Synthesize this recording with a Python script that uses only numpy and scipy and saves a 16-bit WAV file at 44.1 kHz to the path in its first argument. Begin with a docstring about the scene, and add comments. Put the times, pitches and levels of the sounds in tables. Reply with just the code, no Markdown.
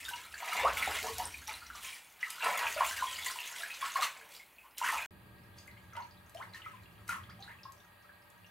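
"""Washing in a filled tub

In a small tiled bathroom, water runs from a mesh sponge as it is lifted, squeezed and dunked. Strokes splash
as clouds of ringing bubbles and clicking spray; pours drum on the tub as shaken resonances.
After a short silence the legs stir the water gently, with single plops (gliding, decaying sines)
over a rocking rumble and a steady fan-like whirr, both made of coloured noise."""
import sys
import numpy as np
from scipy import signal
from scipy.fft import rfft, irfft
from scipy.io import wavfile

SR = 44100
rng = np.random.default_rng(int(sys.argv[2]) if len(sys.argv) > 2 else 0)


def to_wav(s):
    """Save 16-bit WAV."""
    ch = np.atleast_2d(s).T  # columns
    pcm = np.round(np.clip(ch, -1, 1) * 32767)  # PCM
    wavfile.write(sys.argv[1], SR, pcm.astype(np.int16))


N = 374850
TIME = np.arange(N) / SR
TOP_HZ = 15750


def undb(db):
    """Decibels to gain."""
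    return 10 ** (np.asarray(db) / 20)


def unit(x):
    """Scale to rms 1."""
    return x / np.sqrt(np.mean(x ** 2))


def noise():
    """White noise over the whole scene."""
    return rng.standard_normal(N)


def gain_curve(table):
    """Gain over time from (s, dB) points, joined by lines in dB."""
    s, db = np.transpose(table)
    return undb(np.interp(TIME, s, db))


def colour(x, points):
    """Shape a spectrum by (Hz, dB) points, joined on a log frequency axis; rms 1."""
    hz, db = np.transpose(points)
    f = np.fft.rfftfreq(N, 1 / SR)
    gain = undb(np.interp(np.log(f + 1), np.log(hz), db))
    return unit(irfft(rfft(x) * gain, N))


def band(x, lo_hz, hi_hz):
    """Causal band-pass."""
    return signal.sosfilt(signal.butter(2, [lo_hz, hi_hz], "band", fs=SR, output="sos"), x)


def resonances(modes):
    """Resonances of (Hz, width Hz, rms dB), each shaken by its own noise."""
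    return sum(undb(db) * unit(band(noise(), hz - width / 2, hz + width / 2)) for hz, width, db in modes)


def add(out, s, sound):
    """Mix a sound in at a time."""
    i = max(int(s * SR), 0)
    out[i:i + len(sound)] += sound[:N - i]


def swell(s, length_s, attack_s, release_db_per_s):
    """Linear attack; exponential decay once the length has passed."""
    age = TIME - s
    return np.clip(age / attack_s, 0, 1) * undb(-release_db_per_s * np.maximum(age - length_s, 0))


# Near walls. Each row: delay in seconds, gain relative to the direct sound.
WALLS = [(.0029, 0.18), (.0047, 0.11), (0.0115, 0.11)]
# Standing waves between the tiles. Each row: frequency in Hz, relative level in dB.
STANDING = [(450, 33.5), (702, 11), (962, 28), (1033, 30), (1262, 24.5)]
STANDING_DB, STANDING_T60_S = -24.5, 0.28
ROOM_T60_S = 0.22


def bathroom(tail_db):
    """Tiled-room response: direct sound, near walls, standing waves and a random tail; unit energy."""
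    t = TIME[:SR // 2]
    low = band(rng.standard_normal(len(t)), 76, 4400)
    high = band(rng.standard_normal(len(t)), 3220, 16000)
    tail = (low + high) * undb(-60 * t / ROOM_T60_S) * np.minimum(t / 0.0018, 1)
    ring = sum(undb(db) * np.cos(2 * np.pi * hz * t) for hz, db in STANDING)
    ring = ring * undb(-60 * t / STANDING_T60_S)
    late = tail / np.linalg.norm(tail) + undb(STANDING_DB) * ring / np.linalg.norm(ring)
    response = undb(tail_db) * late
    response[0] += 1
    for s, gain in WALLS:
        response[int(s * SR)] += gain
    return response / np.linalg.norm(response)


def in_room(x, tail_db):
    """A sound as it arrives from one spot in the tub, with a freshly drawn tail."""
    return signal.fftconvolve(x, bathroom(tail_db))[:N]


WANDER_HZ = 1.7  # rounds of the spots per second


def about_the_tub(x, tail_db, count=4):
    """The source wanders from spot to spot, so the room's colour keeps changing."""
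    shares = [np.maximum(np.cos(2 * np.pi * (WANDER_HZ * TIME - k / count)), 0) for k in range(count)]
    return sum(in_room(x * share, tail_db) for share in shares)


# Colour of the still air. Each row: frequency in Hz, relative level in dB.
STILL_AIR = [(18, -50), (30, -38), (50, 6), (90, 0), (505, -0.5), (874, 5.5), (1330, -2), (2490, 4),
             (4660, -24), (5590, -50), (8950, -8.5), (15500, -3.5)]


def still_air():
    """Faint coloured noise of the room's air."""
    return undb(-62) * colour(noise(), STILL_AIR)


# Colour of the whirr. Each row: frequency in Hz, relative level in dB.
WHIRR = [(150, -25), (250, -8.5), (470, -9), (620, -7), (900, -2.5), (1600, -18), (2400, -7), (3400, -15.5),
         (4600, -17), (5400, -31), (11400, -17.5), (15500, -20.5)]
# Narrow resonances in the whirr. Each row: frequency in Hz, width in Hz, rms level in dB.
WHIRR_TONES = [(178.6, 3.5, -75), (585, 21, -75), (956, 13, -78), (1220, 190, -72), (1631, 97, -69.5),
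               (1882, 61, -73.5)]
# Thin whine. Each row: frequency in Hz, rms level in dB before a common gain.
WHINE = [(3418, -85.5), (4037, -88), (4613, -87.5)]
WHINE_WIDTH_HZ, WHINE_GAIN_DB = 25, 2


def whirr():
    """Steady fan-like whirr: coloured noise, narrow resonances and a thin whine."""
    whine = resonances([(hz, WHINE_WIDTH_HZ, db) for hz, db in WHINE])
    return undb(-65.5) * colour(noise(), WHIRR) + resonances(WHIRR_TONES) + undb(WHINE_GAIN_DB) * whine


# Colour of the rumble. Each row: frequency in Hz, relative level in dB.
ROCK = [(25, -25), (60, -5.5), (90, 3.5), (120, 3), (145, -12.5), (185, -0.5), (280, -17.5), (330, -10),
        (500, -22.5), (900, -60)]


def rumble(rocking):
    """Bathwater rocking in the tub: low coloured noise that follows the motion."""
    return rocking * colour(noise(), ROCK)


# Tub shell resonances. Each row: frequency in Hz, width in Hz, relative level in dB.
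TUB = [(63, 13.5, 2), (83, 14.6, 1), (117.4, 44, -8), (166, 15, -14), (259, 123, -5.5)]
# Water falling from a height. Each row: start in seconds, length in seconds, level in dB.
POURS = [(0, 0.34, -64), (0.58, 0.7, -54.5), (1.33, 0.45, -63), (2.645, 0.6, -64.5), (4.95, .12, -67)]
POUR_ATTACK_S, POUR_RELEASE_DB_PER_S = 0.0099, 130


def drumming():
    """Each pour shakes the resonances of the tub shell."""
    level = sum(undb(db) * swell(s, length_s, POUR_ATTACK_S, POUR_RELEASE_DB_PER_S)
                for s, length_s, db in POURS)
    return unit(resonances(TUB)) * level


def bubble(hz, t60, rise, swell_cycles=0.45, wobble=0):
    """A trapped bubble swells, rings down and climbs (octaves/s); it is gone after 1.5 octaves."""
    t = TIME[:int(t60 * SR) + 2]
    octaves = np.minimum(rise * t, 1.5)
    envelope = (1 - np.exp(-(hz * t / swell_cycles) ** 2)) * np.exp(-np.log(1000) * t / t60)
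    alive = np.minimum(4 * (1.5 - octaves), 1)  # fades over the last quarter octave
    if wobble:
        octaves = octaves + wobble * unit(band(rng.standard_normal(2 * SR), *PLOP_WOBBLE_HZ))[-len(t):]
    return np.sin(2 * np.pi * np.cumsum(hz * 2 ** octaves) / SR) * envelope * alive


def bubbles(rate, lo_hz, hi_hz, cycles, spread_db, climb):
    """Bubbles of random size, rate per second; each rings some cycles and climbs up to climb octaves."""
    out = np.zeros(N)
    for when, size, loud, life, up in rng.random((int(rate * N / SR), 5)):
        hz = lo_hz * (hi_hz / lo_hz) ** size
        t60 = cycles * (.5 + life) / hz
        gain = undb(spread_db * loud ** 3) * np.sqrt(hz)  # mostly faint, a few strong
        add(out, when * TIME[-1], gain * bubble(hz, t60, up * climb / t60))
    return out


RIPPLE_TICK_DB = -9.5  # relative to the rocking


def ticks(rocking):
    """Tiny bubbles burst one by one on the rocking surface, heard from one spot."""
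    pops = unit(bubbles(rate=34, lo_hz=1100, hi_hz=6500, cycles=28, spread_db=10, climb=0.25))
    return in_room(pops * undb(RIPPLE_TICK_DB) * rocking, tail_db=-1)


FLOW_DRIP_DB = -6  # relative to the flow


def drips(flow):
    """Stray drops plink as small bubbles at random while water runs."""
    plinks = unit(bubbles(rate=60, lo_hz=1308, hi_hz=4024, cycles=40, spread_db=10, climb=0.25))
    return about_the_tub(plinks * undb(FLOW_DRIP_DB) * flow, tail_db=6.5)


# Air pockets that open or close behind a stroke. Each row: start in seconds, length in seconds,
# starting Hz, final Hz, level in dB before the common trim.
GURGLES = [(0.56, 0.043, 2314, 1910, -32), (0.67, 0.046, 1194, 1360, -38), (0.866, 0.042, 720, 515, -39),
           (2.9, 0.033, 1985, 1290, -38.5), (2.971, 0.048, 1832, 1250, -36),
           (3.964, 0.055, 760, 627, -41.5), (4.622, 0.074, 883, 1245, -57),
           (4.828, 0.044, 1250, 2115, -30.5), (4.871, 0.04, 1355, 988, -30.5),
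           (4.932, 0.038, 1351, 865, -32), (4.971, 0.022, 2765, 2040, -32), (6.636, 0.029, 1880, 2450, -48),
           (7.097, 0.052, 2470, 1575, -43.5), (7.105, .065, 1478, 1075, -39),
           (7.165, 0.041, 1250, 1110, -48)]
GURGLE_SHAKE_HZ = (18.6, 124)


def gurgles(trim_db):
    """A shaken air pocket: a rough resonance that glides as the pocket changes size."""
    out = np.zeros(N)
    for s, length_s, start_hz, final_hz, level_db in GURGLES:
        along = np.linspace(0, 1, int(length_s * SR))
        phase = 2 * np.pi * np.cumsum(start_hz * (final_hz / start_hz) ** along) / SR
        shake = band(rng.standard_normal((2, SR // 2)), *GURGLE_SHAKE_HZ)[:, -len(along):]
        rough = unit(shake[0] * np.cos(phase) + shake[1] * np.sin(phase))
        ring = rough * np.sin(np.pi * along)
        add(out, s, undb(trim_db + level_db) * in_room(ring, tail_db=0))
    return out


# Drops and wavelets slapping the surface. 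Each row: start in seconds, peak in dB,
# midrange relative to that peak in dB; treble and midrange trims follow.
SLAPS = [(0.771, -32, -5), (1.0282, -29, 0), (1.1827, -23, -20), (1.478, -31.5, -2), (2.304, -26.5, -24),
         (2.592, -29, 3), (4.0235, -24.5, -5), (4.7813, -26.5, -12), (5.602, -51, -12), (5.674, -44, -11),
         (5.9664, -45, 7), (6.295, -48, -18), (6.347, -45.5, 0), (7.079, -38, -8), (7.092, -31.5, -5),
         (7.721, -45, -20), (8.301, -50, -14)]


def slaps(treble_trim_db, body_trim_db, t60, tail_db):
    """A slap is a short noise crack with a wet midrange body."""
    out, t = np.zeros(N), TIME[:SR // 20]
    envelope = np.minimum(t / 0.00042, 1) * np.exp(-np.log(1000) * t / t60)
    for s, peak_db, mid_db in SLAPS:
        crack = in_room(rng.standard_normal(len(t)) * envelope, tail_db)
        treble = band(crack, 4600, 12800)
        body = band(band(crack, 1600, 4000), 1600, 4000)
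        for part, db in ((treble, treble_trim_db), (body, body_trim_db + mid_db)):
            add(out, s, undb(peak_db + db) * part / np.abs(part).max())
    return out


# Single bubbles and drops, from deep plops to tiny high plinks. Each row: start in seconds,
# starting Hz, peak in dB before the common trim, t60 in seconds (held to at least 5 ms).
PLOPS = [(.052, 3600, -31.5, 0.016), (0.082, 1530, -31, 0.084), (.11, 934, -34.5, 0.19),
         (.135, 2840, -30.5, 0.017), (0.34, 1670, -31.5, 0.024), (.425, 938, -33, 0.062),
         (0.522, 1310, -30, 0.036), (.633, 534, -26.5, 0.15), (.77, 2250, -26, 0.024),
         (0.774, 3760, -37, 0.0062), (.825, 2190, -18, 0.011), (.868, 3560, -30, 0.0066),
         (.874, 790, -24, 0.03), (.959, 3050, -29, 0.0096), (1.03, 426, -41, .05), (1.044, 458, -36, 0.048),
         (1.083, 1076, -30.5, .05), (1.09, 442, -42.5, 0.076), (1.182, 724, -30, 0.077),
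         (1.199, 926, -27.5, 0.13), (1.241, 5190, -32.5, 0.0073), (1.255, 8800, -22.5, .005),
         (1.342, 2370, -31.5, 0.025), (1.474, 5750, -30.5, 0.011), (1.48, 870, -36, 0.092),
         (1.539, 4050, -34, 0.016), (1.618, 1376, -39.5, .03), (1.667, 5700, -39, 0.008),
         (1.701, 1426, -33, 0.02), (1.75, 1170, -40.5, 0.037), (1.928, 2300, -36.5, .02),
         (2.229, 2020, -19.5, 0.016), (2.271, 1270, -39, 0.074), (2.382, 1400, -39, 0.032),
         (2.463, 987, -25, 0.13), (2.668, 2540, -19.5, 0.012), (2.762, 618.6, -29, 0.25),
         (2.807, 1050, -14, 0.024), (3.023, 1018, -21, 0.066), (3.129, 3080, -31.5, 0.018),
         (3.263, 2003, -25.5, 0.028), (3.264, 1026, -35.5, 0.074), (3.3, 1470, -30, 0.01),
         (3.304, 1040, -36.5, 0.046), (3.357, 978, -34, 0.035), (3.388, 2720, -25, 0.015),
         (3.404, 2620, -29, .014), (3.54, 1510, -36.5, 0.019), (3.6, 667, -45, 0.14),
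         (3.633, 1670, -26.5, 0.017), (3.704, 2500, -32, 0.024), (3.825, 1090, -24.5, 0.047),
         (3.956, 1065, -19, 0.084), (4.022, 1153, -20, 0.02), (4.166, 2190, -40.5, 0.013),
         (4.212, 1620, -43, 0.034), (4.398, 2150, -40, 0.046), (4.584, 2530, -42.5, 0.029),
         (4.777, 2850, -37, 0.013), (4.802, 1400, -40, 0.022), (4.814, 962, -22, 0.064),
         (4.888, 1850, -21, 0.018), (4.926, 913, -27.5, 0.03), (5.586, 4800, -37, .012),
         (5.678, 2090, -37, 0.014), (5.932, 1290, -43.5, 0.037), (5.968, 922, -33.5, 0.089),
         (5.999, 950, -34.5, 0.075), (6.371, 3060, -40.5, 0.013), (6.426, 3630, -48, .008),
         (6.536, 4100, -39.5, 0.0076), (6.545, 1830, -36.5, 0.031), (6.619, 2950, -37.5, 0.0091),
         (6.661, 1270, -35.5, 0.051), (6.735, 1020, -45, 0.045), (7.091, 1384, -26, 0.067),
         (7.201, 1910, -47, 0.046), (7.39, 774, -47.5, 0.14), (7.425, 3980, -33.5, 0.006),
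         (7.587, 2600, -48, 0.016), (7.633, 5040, -38.5, 0.0042), (7.653, 1065, -38, 0.095),
         (7.801, 3550, -52, .008), (8.045, 1310, -53, .05), (8.092, 1620, -45.5, 0.03),
         (8.445, 2770, -46.5, 0.011)]
# Bubbles that shoot up to the surface. Columns as for the plops, then rise in octaves per second.
CHIRPS = [(.647, 640, -18.5, 0.016, 25), (0.652, 1048, -17, 0.12, 15), (6.348, 636, -38, 0.21, 7.2),
          (6.399, 865, -33, 0.98, 43), (7.29, 1093, -44.5, 0.13, 45), (7.477, 1407, -41, 0.072, 37),
          (7.505, 1665, -41, 0.067, 25)]
PLOP_RISE_OCTAVES_PER_S, PLOP_SWELL_CYCLES = 1.49, 1.19
PLOP_WOBBLE_OCTAVES, PLOP_WOBBLE_HZ = 0.029, (23, 139)  # running water jostles a ringing bubble
PLOP_DRY_DB_PER_OCTAVE = 2  # small bubbles stir the room less than a large one at 1 kHz
CHIRP_TAIL_DB = -2


def plops(flow, trim_db, tail_db):
    """Single bubbles, each with its own room, wobbling where water runs; little escapes below their pitch."""
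    out = np.zeros(N)
    steady = [(*row, PLOP_RISE_OCTAVES_PER_S, tail_db - PLOP_DRY_DB_PER_OCTAVE * np.log2(row[1] / 1000))
              for row in PLOPS]
    sweeping = [(*row, CHIRP_TAIL_DB) for row in CHIRPS]
    wobble = PLOP_WOBBLE_OCTAVES * np.sqrt(flow / flow.max())
    for s, hz, peak_db, t60, rise, room_db in steady + sweeping:
        note = bubble(hz, max(t60, .005), rise, PLOP_SWELL_CYCLES, wobble[int(s * SR)])
        ring = in_room(band(note, hz / 2, TOP_HZ), room_db)
        add(out, s, undb(trim_db + peak_db) * ring / np.abs(ring).max())
    return out


def droplets(rate, spread_db):
    """Tiny impacts and bursting foam: many faint clicks, a few strong."""
    sizes = undb(spread_db * np.minimum(rng.standard_exponential(N), 5))
    return (rng.random(N) < rate / SR) * sizes * rng.choice([-1, 1], N)


def spurts(rate, fade_s, steady):
    """Each falling drop throws up its own short burst of spray; rms 1."""
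    drops = 1. * (rng.random(N) < rate / SR)
    return unit(steady + signal.lfilter([1], [1, -np.exp(-1 / (fade_s * SR))], drops))


# Colours of big bubbles, churn, small bubbles and spray. Each row: frequency in Hz, relative level in dB.
GULP = [(300, -21), (430, -9), (540, -4), (690, -2.5), (850, 0.5), (1200, 11)]
CHURN = [(620, -47), (850, -10), (1050, 2), (1400, 2.5), (1900, 1.5), (2500, 1), (3500, 1)]
TRICKLE = [(1300, -25), (1900, -1.5), (2500, -1.5), (3400, -9), (5000, -17.5), (7000, -5)]
SPRAY = [(1760, -20), (3000, -3), (3370, -6), (4170, -8), (5090, -11.5), (7900, -9), (14900, -14.5),
         (15500, -14.5)]


def water(churn_gain, gulp_gain, spray_gain, trickle_gain):
    """Stirred water: gulps and low slosh of big bubbles, churn, a trickle of small ones, and spray."""
    gulp = colour(bubbles(rate=380, lo_hz=542, hi_hz=922, cycles=27.3, spread_db=16, climb=0.64), GULP)
    deep = unit(bubbles(rate=160, lo_hz=397, hi_hz=573, cycles=31, spread_db=16, climb=0.15))
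    slosh = unit(band(noise(), 165, 274))
    churn = colour(bubbles(rate=1300, lo_hz=729, hi_hz=2948, cycles=42, spread_db=21, climb=0.5), CHURN)
    trickle = bubbles(rate=950, lo_hz=1287, hi_hz=6045, cycles=40, spread_db=17, climb=0.47)
    trickle = colour(trickle, TRICKLE)
    fizz = unit(bubbles(rate=850, lo_hz=3775, hi_hz=14500, cycles=51, spread_db=27.5, climb=0.29))
    spray = colour(unit(droplets(rate=4500, spread_db=2.5)) + undb(-3.5) * fizz, SPRAY)
    # small bubbles lie between churn and spray in size, and follow both; running water adds more
    small_gain = np.hypot(undb(-1) * np.sqrt(churn_gain * spray_gain), trickle_gain)
    small = small_gain * trickle + spray_gain * spray
    # the more air a stroke traps, the lower its bubbles reach
    depth = gulp_gain / (np.hypot(gulp_gain, churn_gain) + 1e-9)
    low = gulp + depth * (undb(-10) * deep + undb(-21) * slosh)
    big = churn_gain * churn + gulp_gain * low
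    spurting = small * spurts(rate=85, fade_s=0.0047, steady=0.9)
    return undb(-3) * (about_the_tub(big, tail_db=2.5) + about_the_tub(spurting, tail_db=-0.5))


# Strokes of sponge, hand or leg. Each row: start in seconds, length in seconds, churn in dB before
# the trim in water(), big bubbles relative to churn in dB, spray relative to churn in dB.
SPLASHES = [(0.394, 0.22, -41.5, -6.5, -28), (0.539, 0.15, -38, -0.5, -16), (0.745, 0.22, -41, -6.5, -3),
            (1.014, 0.041, -48.5, 5.5, 7), (1.139, 0.1, -59, 10.5, 2), (1.471, 0.025, -44, -7, -4.5),
            (1.737, 0.028, -53.5, -1.5, 8), (1.822, 0.072, -49.5, -34, 6), (2.185, 0.17, -53, -52, 0),
            (2.292, 0.018, -58, -20, 11.5), (2.399, 0.065, -35.5, -27, -30), (2.417, 0.07, -35, -0.5, -9.5),
            (2.523, 0.14, -38, -4, -27), (2.759, 0.066, -33, -9.5, -27), (2.831, 0.063, -52, -20, 13),
            (2.948, 0.05, -49, -26, -3), (3.23, 0.015, -47, -29, 9.5), (3.79, 0.097, -43.5, -18, -4),
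            (3.935, 0.034, -36.5, -11, -3.5), (4.003, 0.024, -30.5, -12.5, -3.5),
            (4.135, 0.12, -59.5, 1.5, -1), (4.285, 0.09, -71, 8, 18.5), (4.765, 0.044, -59, -29, 13.5),
            (4.803, 0.051, -41, -29, -9), (4.827, 0.043, -35, -24, 0.5), (4.911, 0.11, -45, -8, 0.5),
            (5.553, 0.04, -71, -12, 16.5), (5.941, 0.031, -47.5, -4.5, -22), (6.33, 0.13, -70, 10.5, 3),
            (6.522, 0.046, -54, -30, -5.5), (6.63, 0.1, -61, -14, -8.5), (7.07, 0.049, -48, -10, 0),
            (7.4, 0.097, -65.5, 2, -2.5)]
SPLASH_ATTACK_S, SPLASH_RELEASE_DB_PER_S = 0.025, 267


def splashing():
    """Strength of churn, big bubbles and spray over time, summed in power over all strokes."""
    power = np.zeros((3, N))
    for s, length_s, db, gulp_db, spray_db in SPLASHES:
        gains = undb([db, db + gulp_db, db + spray_db])
        stroke = swell(s, length_s, SPLASH_ATTACK_S, SPLASH_RELEASE_DB_PER_S)
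        power += np.outer(gains, stroke) ** 2
    return np.sqrt(power)


FLOW_CHURN_DB, FLOW_GULP_DB, FLOW_TRICKLE_DB = -10, -14.5, -14.5  # relative to the flow
RIPPLE_CHURN_DB, RIPPLE_SPRAY_DB = -24, -18.5  # relative to the rocking


def bathwater(flow, rocking):
    """The sponge's flow, the ripples and the strokes all stir the same water."""
    churn, gulp, spray = splashing()
    return water(churn_gain=np.hypot(churn, undb(FLOW_CHURN_DB) * flow + undb(RIPPLE_CHURN_DB) * rocking),
                 gulp_gain=np.hypot(gulp, undb(FLOW_GULP_DB) * flow),
                 spray_gain=np.hypot(spray, flow + undb(RIPPLE_SPRAY_DB) * rocking),
                 trickle_gain=undb(FLOW_TRICKLE_DB) * flow)


# Water running off the sponge. Each row: time in seconds, flow level in dB.
FLOW = [(0, -51), (.15, -49.5), (.28, -56.5), (.54, -43.5), (1.2, -48), (1.42, -55.5), (1.58, -52.5),
        (1.68, -59.5), (1.9, -50.5), (2.16, -63.5), (2.5, -43.5), (3.25, -45), (3.7, -48), (4.0, -49.5),
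        (4.17, -66), (4.5, -66), (5.06, -79)]
# Bathwater rocking as the legs move. Each row: time in seconds, rocking level in dB.
ROCKING = [(5.11, -55.5), (6.3, -61.5), (6.65, -60), (7.3, -56), (8.1, -70.5), (8.5, -67)]
BREAK_START_S, BREAK_END_S = 5.062, 5.108
STIR_FADE_IN_S = 0.67  # water sounds fade in after the break, keeping the earlier splash's tail out


def scene():
    """Sponge dead centre, a silent break, then the legs with some stereo width."""
    first, second = TIME < BREAK_START_S, TIME > BREAK_END_S
    flow, rocking = first * gain_curve(FLOW), second * gain_curve(ROCKING)
    wet = bathwater(flow, rocking) + drips(flow) + ticks(rocking) + gurgles(trim_db=-3)
    wet = wet + plops(flow, trim_db=-3.5, tail_db=2)
    wet = wet + slaps(treble_trim_db=-1.5, body_trim_db=-3.5, t60=0.012, tail_db=-4)
    stirring = wet * np.clip((TIME - BREAK_END_S) / STIR_FADE_IN_S, 0, 1) ** 2
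    washing = wet + drumming() + still_air()
    mid = first * washing + second * (stirring + whirr() + rumble(rocking))
    # the ears differ in phase, in the reflections they get and in freshly drawn noise
    reflections = np.roll(in_room(stirring, 0.45), int(WALLS[0][0] * SR))
    quadrature = signal.hilbert(stirring).imag
    side = undb(-7) * reflections - undb(-10) * quadrature
    side = second * (side + undb(-3.5) * whirr() + undb(-14) * rumble(rocking))
    return np.array([mid + side, mid - side])


def record(dry):
    """The phone cuts the top: a steep elliptic low-pass."""
    return signal.sosfilt(signal.ellip(10, .2, 70, TOP_HZ, fs=SR, output="sos"), dry)


dry = scene()
out = record(dry)
to_wav(out)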